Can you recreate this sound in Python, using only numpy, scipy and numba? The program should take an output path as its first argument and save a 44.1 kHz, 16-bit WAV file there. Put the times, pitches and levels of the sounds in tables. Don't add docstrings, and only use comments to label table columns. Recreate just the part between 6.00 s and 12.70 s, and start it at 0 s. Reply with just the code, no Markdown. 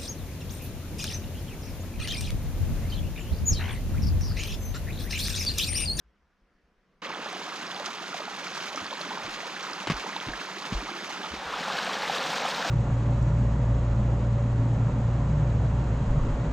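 import sys
import numpy as np
from scipy import signal
from scipy.fft import rfft, irfft, next_fast_len
from scipy.io import wavfile
from scipy.ndimage import uniform_filter1d, map_coordinates
from numba import njit

SR = 44100
rng = np.random.default_rng(int(sys.argv[2]) if len(sys.argv) > 2 else 0)


def wav_out(sig):
    wavfile.write(sys.argv[1], SR, np.round(np.clip(np.atleast_2d(sig).T, -1, 1) * 32767).astype(np.int16))


def invert_db(x):
    u = np.asarray(x, float) / 20
    return 10 ** u


N = 295470
CUT, FADE = (1.0175, 1.0215), (5.275, 5.58)


def unit(x):
    return x / np.sqrt(np.mean(x ** 2) + 1e-20)


def along(points, hz):
    f, v = np.transpose(points)
    return np.interp(np.log(hz + 1), np.log(f + 1), v)


def ramp(span):
    return np.interp(np.arange(N) / SR, span, [0, 1])


def wobble(rate):
    knots = rng.standard_normal(int(N * 40 / SR) + 4)
    return map_coordinates(knots, [np.arange(N) * rate / SR])


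def filtered(x, response):
    m = next_fast_len(N + 8192)
    return irfft(rfft(x, m) * response(np.fft.rfftfreq(m, 1 / SR)), m)[..., :N]


def white(x):
    hz, power = signal.welch(x, SR, nperseg=512)
    power = uniform_filter1d(power, size=5)
    return unit(filtered(x, lambda f: np.interp(f, hz, power) ** -.5))


def patchy(patchy_db):
    z = signal.stft(rng.standard_normal(N), nperseg=512)[2]
    field = uniform_filter1d(rng.standard_normal(z.shape), 6, 0)
    field = uniform_filter1d(field, 8, 1)
    return unit(signal.istft(z * invert_db(patchy_db * unit(field)), nperseg=512)[1][:N])


def stereo(common, own, alike):
    def turn(hz):
        return np.arccos(np.clip(along(alike, hz), -1, 1)) / 2

    mid = filtered(common, lambda hz: np.cos(turn(hz)))
    side = filtered(own, lambda hz: np.sin(turn(hz)))
    return np.array([mid + side, mid - side])


@njit
def add(out, start, step, size, cycles, rise):
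    for k in range(len(start)):
        life = cycles[k] / step[k]
        first = int(start[k])
        for i in range(min(int(2.5 * life), len(out) - first - 1)):
            u = (i + 1 - (start[k] - first)) / life
            swing = np.sin(2 * np.pi * cycles[k] * u * (1 + rise * u / 2))
            out[first + i + 1] += size[k] * 8 * u * np.exp(-3 * u) * swing


def air(level_db):
    # (frequency [Hz], level [dB per Hz])
    lump_colour = [(10, -20), (22, 3), (45, -3), (70, 0), (95, -12), (130, -38), (250, -120)]
    pair = stereo(*rng.standard_normal((2, N)), [(20, 0.85), (120, 0.87)])
    lumps = invert_db(3 * wobble(9)) * filtered(pair, lambda hz: invert_db(along(lump_colour, hz)))
    return invert_db(level_db) * unit(lumps)


def clearing():
    # (frequency [Hz], level [dB per Hz])
    hush_colour = [(79, -37), (135, -6), (189, 0.5), (270, -8.5), (481, -8.5), (648, -13), (730, -10.5),
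                   (806, -16), (1020, -11.5), (1650, -12), (4020, -27), (5640, -27.5), (7450, -39),
                   (15500, -47)]
    # (frequency [Hz], likeness [0-1])
    hush_alike = [(60, 0.8), (130, 0.94), (290, 0.89), (640, 0.93), (1410, 0.9), (3100, 0.67), (6820, 0.62),
                  (15000, 0.05)]
    hush_db = -71.5 + 1 * np.arange(N) / SR
    hush = stereo(patchy(1.4), patchy(1.5), hush_alike)
    hush = filtered(hush, lambda hz: invert_db(along(hush_colour, hz)))
    return (invert_db(hush_db) * unit(hush) + air(-75)) * (1 - ramp((1.012, 1.016)))


def footfalls():
    # (time [s], slap level [dB], slap pitch [Hz], slap life [cycles], gravel level [dB])
    soles = [(2.814, -46, 105, 2.4, -40), (3.2435, -43, 120, 2.2, -43), (3.8719, -16.5, 1020, 1.4, -17.5),
             (3.874, -26, 352, 2.1, -24), (3.881, -36, 130, 2.6, -19), (3.8994, -20.5, 179, 2.5, -12),
             (3.9009, -20, 500, 0.79, -16), (3.9073, -27, 680, 3.8, -13), (3.9183, -22.5, 187, 0.98, -18),
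             (4.268, -32.5, 122, 2, -35), (4.2857, -29, 264, 1.3, -23), (4.303, -38, 132, 1.5, -40),
             (4.7182, -34, 332, 2.1, -38), (4.7225, -21, 200, 1.8, -24), (4.73, -25.5, 139, 1.2, -23),
             (5.3065, -42, 75, 4.3, -53), (5.338, -29.5, 290, 1.4, -21)]
    gravel_t60_s = 0.044
    out, t = np.zeros(N + SR), np.arange(SR // 2) / SR
    s, slap_db, slap_hz, cycles = np.transpose(soles)[:4]
    add(out, s * SR, slap_hz / SR, -invert_db(slap_db), cycles, -.12)
    grit = signal.butter(3, [260, 5200], "bandpass", fs=SR, output="sos")
    for s, *_, gravel_db in soles:
        grains = np.repeat(rng.uniform(-1.7, 1.7, len(t)), 24)[:len(t)]
        stones = signal.sosfilt(grit, rng.standard_normal(len(t)) * invert_db(5 * grains))
        crunch = unit(signal.lfilter([1], [1, -.7], stones))
        out[round(s * SR):][:len(t)] += crunch * invert_db(gravel_db - 10.5 - 60 * t / gravel_t60_s)
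    return out[:N]


def peat():
    # (time [s], level [dB], frequency [Hz], decay time t60 [s])
    swings = [(.039, -53, 57, 0.28), (.057, -54, 57, .15), (.416, -50, 42, .15), (.545, -54, 30, .1),
              (.632, -53, 55, 0.13), (.775, -52, 30, .1), (.95, -55, 35, 0.11), (2.845, -55, 45, .15),
              (3.272, -48, 33, .35), (3.885, -43, 56, .22), (3.937, -25, 46, 0.13), (4.288, -25, 38, .08),
              (4.313, -35.5, 46, .2), (4.725, -34, 43, .2), (4.748, -15, 44.7, .15), (4.8, -45, 35, .3),
              (5.355, -42, 48, .17), (5.46, -36, 70, 0.099)]
    rise_s = 0.013
    out, t = np.zeros(N + SR), np.arange(SR // 2) / SR
    for s, db, hz, t60 in swings:
        envelope = invert_db(db - 60 * t / t60) * (1 - np.exp(-t / rise_s))
        out[round(s * SR):][:len(t)] -= envelope * np.sin(2 * np.pi * hz * t)
    return out[:N]


def plops(bubbles):
    s, db, hz = np.transpose(bubbles)
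    cycles = 5.17 * (hz / 1000) ** 0.095
    out = np.zeros(N)
    add(out, s * SR, hz / SR, invert_db(db), np.maximum(cycles, 1), .1)
    return out


def swarm(count, cycles, spread_db, low_hz, top_hz, clump_db):
    when, pitch, life, size = rng.random((count, 4)).T
    hz = low_hz * (top_hz / low_hz) ** np.sqrt(pitch)
    clumps_db = clump_db * wobble(20)[(when * N).astype(int)]
    loud = invert_db(-spread_db * np.log(1.01 - size) + clumps_db)
    out = np.zeros(N)
    add(out, when * N, hz / SR, loud, cycles * (0.35 + life), .2)
    return out


def splashes(count, t60, spread_db):
    when, size = rng.random((count, 2)).T
    kicks = np.bincount((when * N).astype(int), invert_db(-spread_db * np.log(1.03 - size)), N)
    return signal.lfilter([1], [1, -invert_db(-60 / (t60 * SR))], kicks)


def water(colour, alike, gurgle_db, fizz_db, bursts, bubble_db, spray_db, patchy_db):
    near = white(swarm(count=30000, cycles=4.3, spread_db=3.5, low_hz=200, top_hz=14950, clump_db=0.7))
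    large = swarm(count=3600, cycles=6.5, spread_db=2.5, low_hz=616.0, top_hz=1600, clump_db=1.3)
    near = near + invert_db(-11.0) * unit(large)
    spray = unit(splashes(count=1200, t60=0.075, spread_db=5.0) * rng.standard_normal(N))
    spray = filtered(spray, lambda hz: hz / (hz + 2500))
    common = white(patchy(patchy_db) + invert_db(bubble_db) * near + invert_db(spray_db) * spray)
    own = white(patchy(patchy_db) + invert_db(spray_db + 3) * np.abs(spray) * rng.standard_normal(N))
    rush = filtered(stereo(common, own, alike), lambda hz: invert_db(along(colour, hz)))
    fizz = filtered(rush, lambda hz: 1 / (1 + (4000 / (hz + 1)) ** 4))
    gurgle = unit(rush - fizz)
    fizz = unit(fizz)
    burst = filtered(bursts * fizz, lambda hz: 1 / (1 + (hz / 7500) ** 2))
    return invert_db(gurgle_db) * gurgle + invert_db(fizz_db) * (fizz + burst)


def brook():
    # (frequency [Hz], level [dB per Hz])
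    ford_colour = [(53, -56), (90, -32), (148, -7), (187, 1), (248, -5.5), (365, -3), (473, -4), (922, -1),
                   (1250, 0), (1720, -3.5), (3590, -8), (6550, -16), (8310, -29.5), (12200, -38),
                   (15500, -47)]
    # (frequency [Hz], likeness [0-1])
    ford_alike = [(100, .99), (1000, .97), (2500, .94), (5000, .85), (7000, .5), (14000, .6)]
    # (frequency [Hz], left over right [dB])
    ford_pan = [(60, 0.0), (110, 1), (200, 0.0), (380, -1.0), (700, -2.0), (1290, -3), (2380, -2.5),
                (4400, -2), (8120, -3.5), (15000, -5.5)]
    # (frequency [Hz], lead of the left [rad])
    ford_lead = [(100, 0.043), (700, -.3), (1640, -0.74), (3000, -1.12), (5500, -1.52), (6300, -0.72),
                 (8000, 0.82), (15000, -0.66)]
    # (time [s], level over the fizz [dB])
    sprays = [(1.68, -4), (1.86, 15), (2.47, 7), (2.55, 5), (2.61, 7), (3.01, 6), (3.345, 9), (3.635, 7),
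              (3.74, 2), (3.97, 6), (4.162, 9), (4.622, 6), (4.736, 11), (4.888, 5)]
    # (time [s], peak level [dB],
    # pitch [Hz])
    brook_plops = [(1.104, -28, 850), (1.2586, -31, 547), (1.33, -30.5, 681), (1.765, -33, 675),
                   (1.8014, -29.5, 547), (1.998, -29, 1110), (2.1297, -24.5, 1270), (2.1431, -25.5, 700),
                   (2.2025, -29, 570), (2.2182, -26.5, 1130), (2.2793, -28.5, 726), (2.4675, -26, 2220),
                   (2.4699, -29, 1330), (2.7452, -30, 560), (2.7752, -21.5, 1203), (2.9272, -25, 950),
                   (3.1064, -27, 810), (3.1168, -24, 910), (3.1737, -26, 905), (3.4312, -30, 650),
                   (3.5646, -26, 1600), (3.6875, -29, 930), (4.0633, -26, 835), (4.1326, -27.5, 1900),
                   (4.163, -20, 850), (4.232, -28, 890), (4.2802, -32, 277), (4.3349, -22, 1600),
                   (4.4145, -27, 1310), (5.1049, -33.5, 800),
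                   (1.0509, -25, 2650), (1.0679, -28, 3200), (1.1475, -27, 3140), (1.2537, -30, 4480),
             (1.2775, -30, 3180), (1.3287, -35, 7750), (1.6678, -27, 5150), (1.6778, -29, 5030),
             (1.7152, -25, 3160), (1.7456, -27, 4500), (1.7634, -26, 3200), (1.861, -22, 5000),
             (2.467, -34, 5350), (2.4809, -30, 4530), (2.76, -23.5, 5380), (2.866, -24.5, 4260),
             (2.9088, -24, 3240), (2.9374, -26, 3810), (3.0135, -19.5, 4070), (3.3476, -31, 2690),
             (3.6294, -26, 5230), (3.7331, -21.5, 4750), (3.8026, -27.5, 2680), (4.165, -19.5, 3500),
             (4.2013, -26, 3100), (4.2877, -31, 3810), (4.8225, -30, 3800), (5.0112, -31, 4530),
             (5.2325, -26.5, 3120)]
    spray_rise_s, spray_fall_s = .01, 0.013
    t = np.arange(N) / SR
    sprays_db = sum(db * np.exp(np.minimum((t - s) / spray_rise_s, (s - t) / spray_fall_s)) for s, db in sprays)
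    gurgle_db = -37.5 + 0.58 * wobble(6.02)
    fizz_db = -47.5 - 8 * np.exp(-np.abs(t - CUT[0]) / 0.13)
    rush = water(ford_colour, ford_alike, gurgle_db, fizz_db, invert_db(sprays_db) - 1,
                 bubble_db=2.0, spray_db=4.5, patchy_db=1.0)
    rush = rush + invert_db(-2.0) * plops(brook_plops)

    def half(hz):
        return invert_db(along(ford_pan, hz) / 2) * np.exp(.5j * along(ford_lead, hz))

    return filtered(rush, lambda hz: np.array([half(hz), 1 / half(hz)])) + air(-77.5)


def cascade():
    # (frequency [Hz], level [dB per Hz])
    fall_colour = [(53, -58), (90, -36), (172, -4), (335, -14), (527, -1.5), (613, -5), (760, -1.5),
                   (963, -3), (1650, -4.5), (1960, -9), (3740, -10.5), (6010, -18.5), (11000, -36.5),
                   (12500, -37), (15500, -46)]
    # (frequency [Hz], likeness [0-1])
    fall_alike = [(100, 0.99), (1500, 1), (4000, .99), (7000, 0.94), (10000, 0.25), (15000, 0.6)]
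    # (frequency [Hz], left over right [dB])
    fall_pan = [(10500, 0), (12500, -4.5), (15500, -6)]
    # (time [s], level [dB])
    flow = [
        (5.62, -1.5),
        (5.73, 0),
        (5.99, -1),
        (6.1, .3),
        (6.2, 0.2),
        (6.36, 0),
        (6.56, 0),
        (6.66, 0.5),
        (6.7, 1),
    ]
    t = np.arange(N) / SR
    flow_db = np.interp(t, *np.transpose(flow))
    fizz_db = -44 + 1.3 * flow_db + 3 * (t - FADE[1])
    rush = water(fall_colour, fall_alike, -31.5 + flow_db, fizz_db, 0,
                 bubble_db=-1.0, spray_db=0.5, patchy_db=0.5)
    return filtered(rush, lambda hz: invert_db(np.outer([.5, -.5], along(fall_pan, hz)))) + air(-66.5)


def scene():
    # (time [s], peak level [dB], pitch [Hz])
    cascade_plops = [(5.5379, -18, 1230), (5.6796, -19, 770), (5.6993, -18, 1110), (5.7145, -23, 1357),
                     (5.7507, -20, 1600), (5.7865, -18, 3860), (5.7875, -16, 1490), (5.8113, -29, 4600),
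                     (5.8302, -20, 3700), (5.8474, -28.5, 7700), (5.8727, -23, 650), (5.945, -25, 5530),
                     (5.952, -21.5, 726), (6.0322, -24, 1840), (6.0338, -18, 800), (6.0532, -21, 1900),
                     (6.077, -23, 1790), (6.0965, -13, 750), (6.1274, -20, 3050), (6.1834, -17, 3660),
                     (6.203, -24, 2260), (6.2045, -26, 4530), (6.303, -20, 3260), (6.4009, -25, 765),
                     (6.4508, -16.5, 730), (6.4605, -18.5, 1150), (6.5476, -21, 3770), (6.6476, -25, 1600),
                     (6.6479, -18.5, 690), (6.6568, -29, 294)]
    fade = ramp(FADE)
    ford = ramp(CUT) * (1 - fade) * brook()
    steps = (footfalls() + peat()) * invert_db([[.4], [-.4]])
    return clearing() + ford + steps + fade * cascade() + invert_db(-5.0) * plops(cascade_plops)


def starved(x, spans):
    hz, t, z = signal.stft(x, SR, nperseg=2048)
    dice = rng.standard_normal((33, len(t))) + .9 * rng.standard_normal(len(t))
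    rank = uniform_filter1d(dice, size=2, axis=1).argsort(axis=1).argsort(axis=1) / len(t)
    lost = sum(np.outer(along(share, hz), (t >= t0) & (t < t1)) for t0, t1, share in spans)
    band = (hz / 689).astype(int)
    return signal.istft(z * (rank[band] >= lost), SR, nperseg=2048)[1][:N]


def band_limit(x):
    return signal.sosfilt(signal.butter(12, 15670, fs=SR, output="sos"), x)


def record(dry):
    # (from [s], to [s], [(frequency [Hz], share lost [0-1])])
    mid_lost = [
        (5.55, 7, [(7000, 0), (8000, .05), (10000, .1), (10800, .5), (11500, .06), (12500, 0)]),
    ]
    side_lost = [
        (0, 5.62, [(5200, 0), (6200, .15), (7300, .15), (7900, .88), (10500, .85), (12500, .4), (15500, .5)]),
        (5.62, 6.14, [(7500, 1), (9800, .85), (11000, .2), (12000, .4), (13000, .05)]),
        (6.14, 7, [(600, 0), (900, 1), (3000, .6), (5500, .1), (7500, .9), (9500, .35), (11000, .2), (12000, .5), (13000, .08)]),
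    ]
    mid = starved((dry[0] + dry[1]) / 2, mid_lost)
    side = starved((dry[0] - dry[1]) / 2, side_lost)
    return band_limit(np.array([mid + side, mid - side]))


dry = scene()
out = record(dry)
wav_out(out)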